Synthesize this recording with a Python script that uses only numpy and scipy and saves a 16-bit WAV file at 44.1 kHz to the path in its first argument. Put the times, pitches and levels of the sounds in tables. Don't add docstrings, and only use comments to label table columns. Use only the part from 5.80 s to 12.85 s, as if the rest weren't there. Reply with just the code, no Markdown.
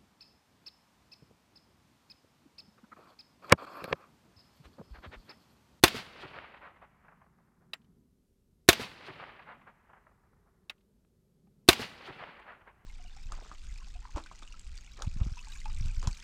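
import sys
import numpy as np
from scipy import signal
from scipy.fft import rfft, irfft
from scipy.io import wavfile
from scipy.ndimage import uniform_filter1d

SR = 44100
rng = np.random.default_rng(int(sys.argv[2]) if len(sys.argv) > 2 else 0)


def ratio(d):
    e = np.asarray(d, float) / 20
    return 10 ** e


def store_wav(level_fs):
    pcm = np.round(np.clip(np.atleast_2d(level_fs), -1, 1) * 32767)
    wavfile.write(sys.argv[1], SR, pcm.T.astype(np.int16))


N = 310905


def evened(x):
    return x / np.sqrt(np.mean(x ** 2) + 1e-20)


def read(points, hz):
    f, value = np.transpose(points)
    return np.interp(np.log(hz + 1), np.log(f + 1), value)


def add(mix, s, sound):
    part = mix[round(s * SR):][:len(sound)]
    part += sound[:len(part)]


def humps(rows, t):
    return sum(db * np.exp(-0.5 * ((t - s) / half_s) ** 2) for s, db, half_s in rows)


def coloured(points, size):
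    spectrum = rfft(rng.standard_normal(size))
    level_db = read(points, np.fft.rfftfreq(size, 1 / SR))
    return evened(irfft(spectrum * ratio(level_db), size))


def fuzzy(hz, width_hz, size):
    f = np.fft.rfftfreq(size, 1 / SR)
    resonance = 1 / (1 + (2 * (f - hz) / width_hz) ** 2)
    return evened(irfft(rfft(rng.standard_normal(size)) * resonance, size))


def fading(t60, rise, size):
    t = np.arange(size) / SR
    return (1 - np.exp(-t / rise)) * ratio(-60 * t / t60)


def ring(hz, db, t60, rise, size=8000):
    return ratio(db) * np.sin(2 * np.pi * hz * np.arange(size) / SR) * fading(t60, rise, size)


# time_s, gust_db
WIND_GUSTS = [(0, 5.5), (.8, -0.5), (1.7, -2), (2.1, -0.5), (2.6, .6), (3.4, 1.5), (4.4, -0.1), (5.6, -2),
              (7.05, 3)]
# centre_s, rise_db, half_length_s
DRONE_SWELLS = [
    (1.3, 4, .4),
    (2.1, 8, 0.19),
    (3.4, 4.5, .3),
    (3.8, 9, 0.11),
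    (5.85, 6, 0.22),
]
# centre_s, rise_db, half_length_s
HUM_SWELLS = [
    (1.0, -8, .35),
    (2.05, 0.5, 0.13),
    (2.55, -3, 0.19),
    (3.8, -4, .2),
    (5.0, 1, 0.27),
    (5.85, 3, 0.16),
]
# frequency_hz, level_db (per Hz)
WIND_COLOUR = [(15, -9.5), (30, 0.5), (58, -0.7), (90, -4), (130, -11), (250, -32.5), (600, -59)]
# frequency_hz, level_db (per Hz)
DRONE_COLOUR = [(70, -38), (120, -4.5), (160, 0.5), (210, -0.6), (270, -8), (330, -18.5), (600, -40.5),
                (1500, -69)]
# frequency_hz, level_db (per Hz)
HUM_COLOUR = [(200, -40), (320, -10.5), (385, -3.5), (450, -11.5), (560, -17.5), (800, -25.5), (1500, -33),
              (3000, -50.5)]
# frequency_hz, level_db (per Hz)
HISS_COLOUR = [(530, -32.5), (900, -2.5), (2660, -3.5), (3830, -2), (11200, -4), (12500, -1),
               (13400, -10.5), (16500, -16)]


def outdoors():
    wind_db, drone_db, hum_db, hiss_db, patch_db = -70.5, -74.5, -79, -86.5, 1.7
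    now = np.arange(N) / SR
    wind = ratio(wind_db + np.interp(now, *np.transpose(WIND_GUSTS))) * coloured(WIND_COLOUR, N)
    drone = ratio(drone_db + humps(DRONE_SWELLS, now)) * coloured(DRONE_COLOUR, N)
    hum = ratio(hum_db + humps(HUM_SWELLS, now)) * coloured(HUM_COLOUR, N)
    hz, t, z = signal.stft(wind + drone + hum, SR, nperseg=2048)
    patches = uniform_filter1d(rng.standard_normal(z.shape), 3, axis=0)
    patches = evened(uniform_filter1d(patches, 6, axis=1))
    drifting = signal.istft(z * ratio(patch_db * patches), SR, nperseg=2048)[1][:N]
    return drifting + ratio(hiss_db) * coloured(HISS_COLOUR, N)


# start_s, level_db, pitch_hz, width_hz, t60_s
KNOCKS = [
    (5.248, -68, 1400, 2596, 0.017),
    (5.67, -67, 785, 119.7, .044),
    (5.669, -71.5, 1220, 150, 0.034),
    (5.672, -77.5, 2200, 1500, .03),
    (6.596, -75, 8100, 6000, 0.036),
]


def knocks():
    out = np.zeros(N)
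    for s, db, hz, width_hz, t60 in KNOCKS:
        add(out, s, ratio(db) * fuzzy(hz, width_hz, 3000) * fading(t60, 0.00088, 3000))
    return out


# start_s, level_db, spring_ring_db
RESETS = [
    (1.9331, -29, -56.5),
    (4.8962, -31, -85),
]
# pitch_hz, level_db, t60_s
SEAR_MODES = [(770, -24.5, 0.039), (1220, -14.5, 0.023), (1965, -2.5, 0.013), (2696, 3.5, 0.021),
              (3070, -2, 0.024), (3590, -4.5, 0.018), (3920, 9, 0.015), (4700, -2, 0.02),
              (5440, -10.5, 0.022)]
# delay_s, level_db
SEAR_ECHOES = [
    (.083, -37),
    (0.111, -36),
]


def trigger():
    out = np.zeros(N)
    size = 9000
    for s, db, spring_db in RESETS:
        body = sum(ratio(d) * fuzzy(hz, 270, size) * fading(t60, 0.0031, size) for hz, d, t60 in SEAR_MODES)
        snap = ratio(-8.5) * fuzzy(6200, 15000, size) * fading(0.027, 0.0042, size)
        rattle = ratio(-7.5) * fuzzy(1800, 1700, size) * fading(0.058, 0.0034, size)
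        grass = ratio(-43) * fuzzy(1600, 3000, size) * fading(0.29, 0.027, size)
        add(out, s, ratio(db) * (body + snap + rattle + grass))
        add(out, s + 0.006, ring(7650, spring_db, 0.075, 0.008))
        for delay, echo_db in SEAR_ECHOES:
            echo = fuzzy(3000, 2600, 900) * fading(0.03, 0.003, 900)
            add(out, s + delay, ratio(db + echo_db) * echo)
    return out


# delay_s, rise_db, half_depth_s
BUSHES = [
    (.045, 10, 0.01),
    (.128, 15.5, 0.025),
    (.2, 6, 0.043),
    (.384, 10.5, 0.012),
    (.5, 4, .08),
]
# frequency_hz, level_db (per Hz)
LEAF_COLOUR = [(3500, -23.5), (5200, -1.5), (6500, -0.4), (8500, -2), (11000, -4.5), (13000, -10),
               (16000, -17.5)]


def leaves():
    start_db, fade_db_per_s = -64.5, -44
    t = np.arange(SR) / SR
    level = ratio(start_db + fade_db_per_s * t + humps(BUSHES, t)) * np.clip(t / 0.053, 0, 1)
    hiss = coloured(LEAF_COLOUR, SR)
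    top = ratio(-2.5 - 60 * t) * fuzzy(13500, 4000, SR)
    return level * (hiss + top)


# frequency_hz, loss_db_per_s (of travel)
AIR_LOSS = [(1200, 0.33), (2000, 2.5), (3000, 8.5), (4500, 27), (6500, 49), (9000, 75), (12000, 100),
            (16000, 150)]
# delay_s, level_db
SLAPS = [
    (0.227, -43.5),
    (.322, -46.5),
    (.472, -45.5),
    (0.549, -35),
    (.605, -47),
    (.682, -63),
    (.793, -51.5),
    (0.988, -48),
    (1.245, -48.5),
    (1.379, -55),
]


def slaps():
    pitch_hz, width_hz, octaves_per_s = 1820, 3300, -0.38
    size, lead = 512, 64
    out = np.zeros(2 * SR)
    hz = np.fft.rfftfreq(size, 1 / SR)
    for delay, db in SLAPS:
        far = 2 ** (octaves_per_s * delay)
        burst = fuzzy(pitch_hz * far, width_hz * far, size) * fading(0.018, 0.0014, size)
        burst = irfft(rfft(np.roll(burst, lead)) * ratio(-delay * read(AIR_LOSS, hz)))
        add(out, delay - lead / SR, ratio(db - 9) * evened(burst))
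    return out


# delay_s, rise_db, half_depth_s
BELTS = [
    (.36, 5.5, 0.027),
    (.555, 8.5, 0.096),
    (.76, 4, 0.141),
    (1.27, 5, 0.075),
    (1.66, 1, 0.049),
]
# delay_s, level_db (at 1.2 kHz), spread_ms, brightness_db (leafy up, solid down)
FACES = [(0.114, -49, 4.3, -6), (0.13, -44.5, 20, 5.5), (0.296, -76, 4.9, 26), (0.324, -56.5, 2.6, 0),
         (0.374, -61, 12, 18), (0.399, -46.5, 13, -2.5), (0.443, -54.5, 8.4, 7.5), (0.473, -58, 3.4, -12),
         (0.517, -47, 15.6, -1.5), (0.539, -47, 3.1, -9), (0.607, -52.5, 5.5, 5.5), (0.645, -64, 4, 10),
         (0.683, -55, 2, 8), (0.708, -51, 6.1, 2.5), (0.736, -55.5, 5.9, 7.5), (0.805, -49.5, 24.6, 1),
         (0.834, -54, 3.1, 5), (0.928, -59.5, 4.6, 8), (0.991, -53, 11.6, 2), (1.214, -58, 8.2, 0.5),
         (1.25, -56.5, 7, 1), (1.281, -59, 8.3, -1), (1.383, -59.5, 5.4, -2.5), (1.405, -61, 2.6, -3),
         (1.429, -63.5, 3.1, -3), (1.555, -70.5, 12, -4.5), (1.645, -68, 3.1, -5), (1.785, -68, 10.5, -2),
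         (1.847, -85, 6.1, 5)]
# frequency_hz, level_db
RETURN_COLOUR = [(30, -19), (70, -3), (130, 5.5), (400, 3), (1200, 0.9), (2200, -2), (3400, -8),
                 (4600, -6.5), (6300, -17.5), (10000, -25.5), (16000, -34.5)]


def range_shape(hz, t):
    octave = np.log2(hz[:, None] + 1)

    def above(lo, hi):
        return np.clip((octave - np.log2(lo)) / np.log2(hi / lo), 0, 1)

    boom, bass, treble = 1 - above(150, 330), 1 - above(450, 900), above(1400, 3200)
    deepest = 1 - above(230, 480)

    db = -57 - 11.5 * t + 11 * np.exp(-0.5 * (t / 0.13) ** 2) + humps(BELTS, t)
    db = db - 44.5 * np.maximum(t - 2, 0)
    colour_db = boom * (1.5 - 16 * t) + (bass - boom) * (0.6 - 7.5 * t) + treble * (10 - 8.5 * t)
    power = ratio(db + colour_db) ** 2

    for delay, face_db, spread_ms, bright_db in FACES:
        spread_s = spread_ms / 1000 * np.where(t < delay, 0.55, 1.2)
        bump = np.exp(-0.5 * ((t - delay) / spread_s) ** 2)
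        colour_db = bass * (-4.5 - 1.536 * delay - 1.6 * bright_db)
        colour_db = colour_db + treble * (4.4 - 9.5 * delay + bright_db)
        small_db = -35 * deepest
        power += bump * ratio(face_db + colour_db + small_db) ** 2

    air_db = -t * read(AIR_LOSS, hz)[:, None]
    band_to_white_db = 10 * np.log10(SR / 2 / 1100)
    path_db = read(RETURN_COLOUR, hz)[:, None] + air_db + band_to_white_db
    return np.sqrt(power) * ratio(path_db) * np.clip(t / 0.045, 0, 1)


# start_s, charge_db, crack_db, hammer_db, bolt_db
SHOTS = [
    (0.0372, -1.94, -0.44, -36, -23),
    (2.888, -1.92, 0.93, -39, -21.5),
    (5.8875, -1.45, -0.7, -30.5, -22),
]
# frequency_hz, likeness (0-1)
LIKENESS = [(200, .93), (450, .9), (1000, .5), (2500, .33), (6000, .1)]
# delay_s, pitch_hz, level_db, t60_s
BERMS = [(.1078, 240, -30.5, .08), (.1082, 440, -31, .05), (.126, 122, -34.5, .06), (.398, 378, -37, .09),
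         (.4095, 300, -40, .04), (.16, 200, -43, .05), (.235, 160, -46, .05), (.318, 500, -44, .03),
         (.414, 125, -41, .06), (.475, 150, -46, .05), (.522, 140, -46, .05), (.828, 480, -55, .04),
         (.987, 500, -57, .03)]


def echoes():
    grain_db = 1.45
    noise = rng.standard_normal((1 + len(SHOTS), 3 * SR))
    hz, t, z = signal.stft(noise, SR, nperseg=256, noverlap=208)
    alike = np.clip(read(LIKENESS, hz), 0, 1)[:, None]
    z = alike * z[0] + np.sqrt(1 - alike ** 2) * z[1:]
    z = z * range_shape(hz, t)
    grain = uniform_filter1d(rng.standard_normal(z.shape[1:]), size=3, axis=1)
    grain = evened(uniform_filter1d(grain, size=9, axis=0))
    z = z * ratio(grain_db * grain - grain_db ** 2 * np.log(10) / 20)
    tails = signal.istft(z, SR, nperseg=256, noverlap=208)[1]
    for delay, berm_hz, db, t60 in BERMS:
        add(tails.T, delay, -ring(berm_hz, db, t60, 0.00031)[:, None])
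    return tails


# pitch_hz, level_db, t60_s
GAS_MODES = [(359, -1, 0.027), (456, -12, 0.02), (695, -7, 0.033), (828, -13, 0.014), (1074, -13, 0.04),
             (2560, -13, 0.01), (3850, -9, 0.011)]
# pitch_hz, width_hz, level_db, t60_s
STEEL_MODES = [(1540, 300, -12, 0.032), (1773, 83, -17, 0.033), (2500, 640, -12, 0.048),
               (2996, 86, -14.5, 0.034), (3596, 160, -12, 0.04), (4160, 900, -8, 0.021),
               (6000, 500, -16, 0.016), (9240, 7400, -14.5, 0.021), (13070, 7300, -19, 0.022)]
# frequency_hz, level_db (per Hz)
CLATTER_COLOUR = [(180, -39), (300, -6), (1430, -5.5), (2320, -8), (3460, -6.5), (5160, -12.5),
                  (8360, -20.5), (12300, -18.5), (16000, -24)]


def blast(charge_db, crack_db):
    size = 8000
    thump = np.zeros(size)
    for hz, db, t60 in GAS_MODES:
        detune = 1 + 0.018 * rng.uniform(-0.79, 1)
        thump += ring(hz * detune, db, t60, 0.00058)
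    suction = -ring(108, -19, 0.05, 0.0013) - ring(68, -21.5, 0.079, 0.00085)
    add(thump, 0.0012, suction)
    crack = np.zeros(size)
    for hz, width_hz, db, t60 in STEEL_MODES:
        crack += ratio(db) * fuzzy(hz, width_hz, size) * fading(t60, 0.00049, size)
    crack += ratio(-11.5) * fuzzy(5900, 12000, size) * fading(0.033, 0.00083, size)
    clatter = ratio(-14) * coloured(CLATTER_COLOUR, size) * fading(0.1, 0.00037, size)
    return ratio(charge_db) * (thump + clatter) + ratio(crack_db) * crack


# frequency_hz, level_db (per Hz)
HAMMER_COLOUR = [(400, -29.5), (900, -12.5), (3500, -1), (5200, -8), (7000, -14.5), (12500, -13.5),
                 (16000, -26.5)]
# frequency_hz, level_db (per Hz)
BOLT_COLOUR = [(120, -45), (200, -19.5), (2290, -6), (2960, -4.5), (4770, -11.5), (5330, -14.5),
               (11700, -23.5), (12600, -18.5), (16000, -35)]


def rifle():
    hammer_lead_s, bolt_s, feed_lead_s = 0.0085, 0.0417, 0.011
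    out = np.zeros(N)
    for (s, charge_db, crack_db, hammer_db, bolt_db), tail in zip(SHOTS, echoes()):
        hammer = ratio(hammer_db) * coloured(HAMMER_COLOUR, 2000) * fading(0.02, 0.001, 2000)
        add(out, s - hammer_lead_s, hammer)
        add(out, s, blast(charge_db, crack_db))
        bolt = ratio(bolt_db) * coloured(BOLT_COLOUR, 4000) * fading(0.034, 0.00039, 4000)
        add(out, s + bolt_s, bolt)
        feed = ratio(-29) * fuzzy(2400, 900, 2000) * fading(0.023, 0.0013, 2000)
        add(out, s + bolt_s - feed_lead_s, feed)
        for answer in (tail, leaves(), slaps()):
            add(out, s, ratio(charge_db) * answer)
    return out


def scene():
    return (rifle() + trigger() + knocks() + outdoors())[None]


def low_pass(x):
    return signal.sosfilt(signal.butter(12, 16950, fs=SR, output="sos"), x)


def record(dry):
    ceiling, edge_hz = 0.93, 16150
    thin = signal.lfilter(*signal.butter(2, 38, "high", fs=SR), dry)
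    soft = ceiling * thin / (ceiling ** 4 + thin ** 4) ** 0.25
    lowpass = signal.firwin(255, edge_hz, window=("kaiser", 9), fs=SR)
    limited = signal.oaconvolve(soft, lowpass[None], "same")
    return low_pass(limited)


dry = scene()
out = record(dry)
store_wav(out)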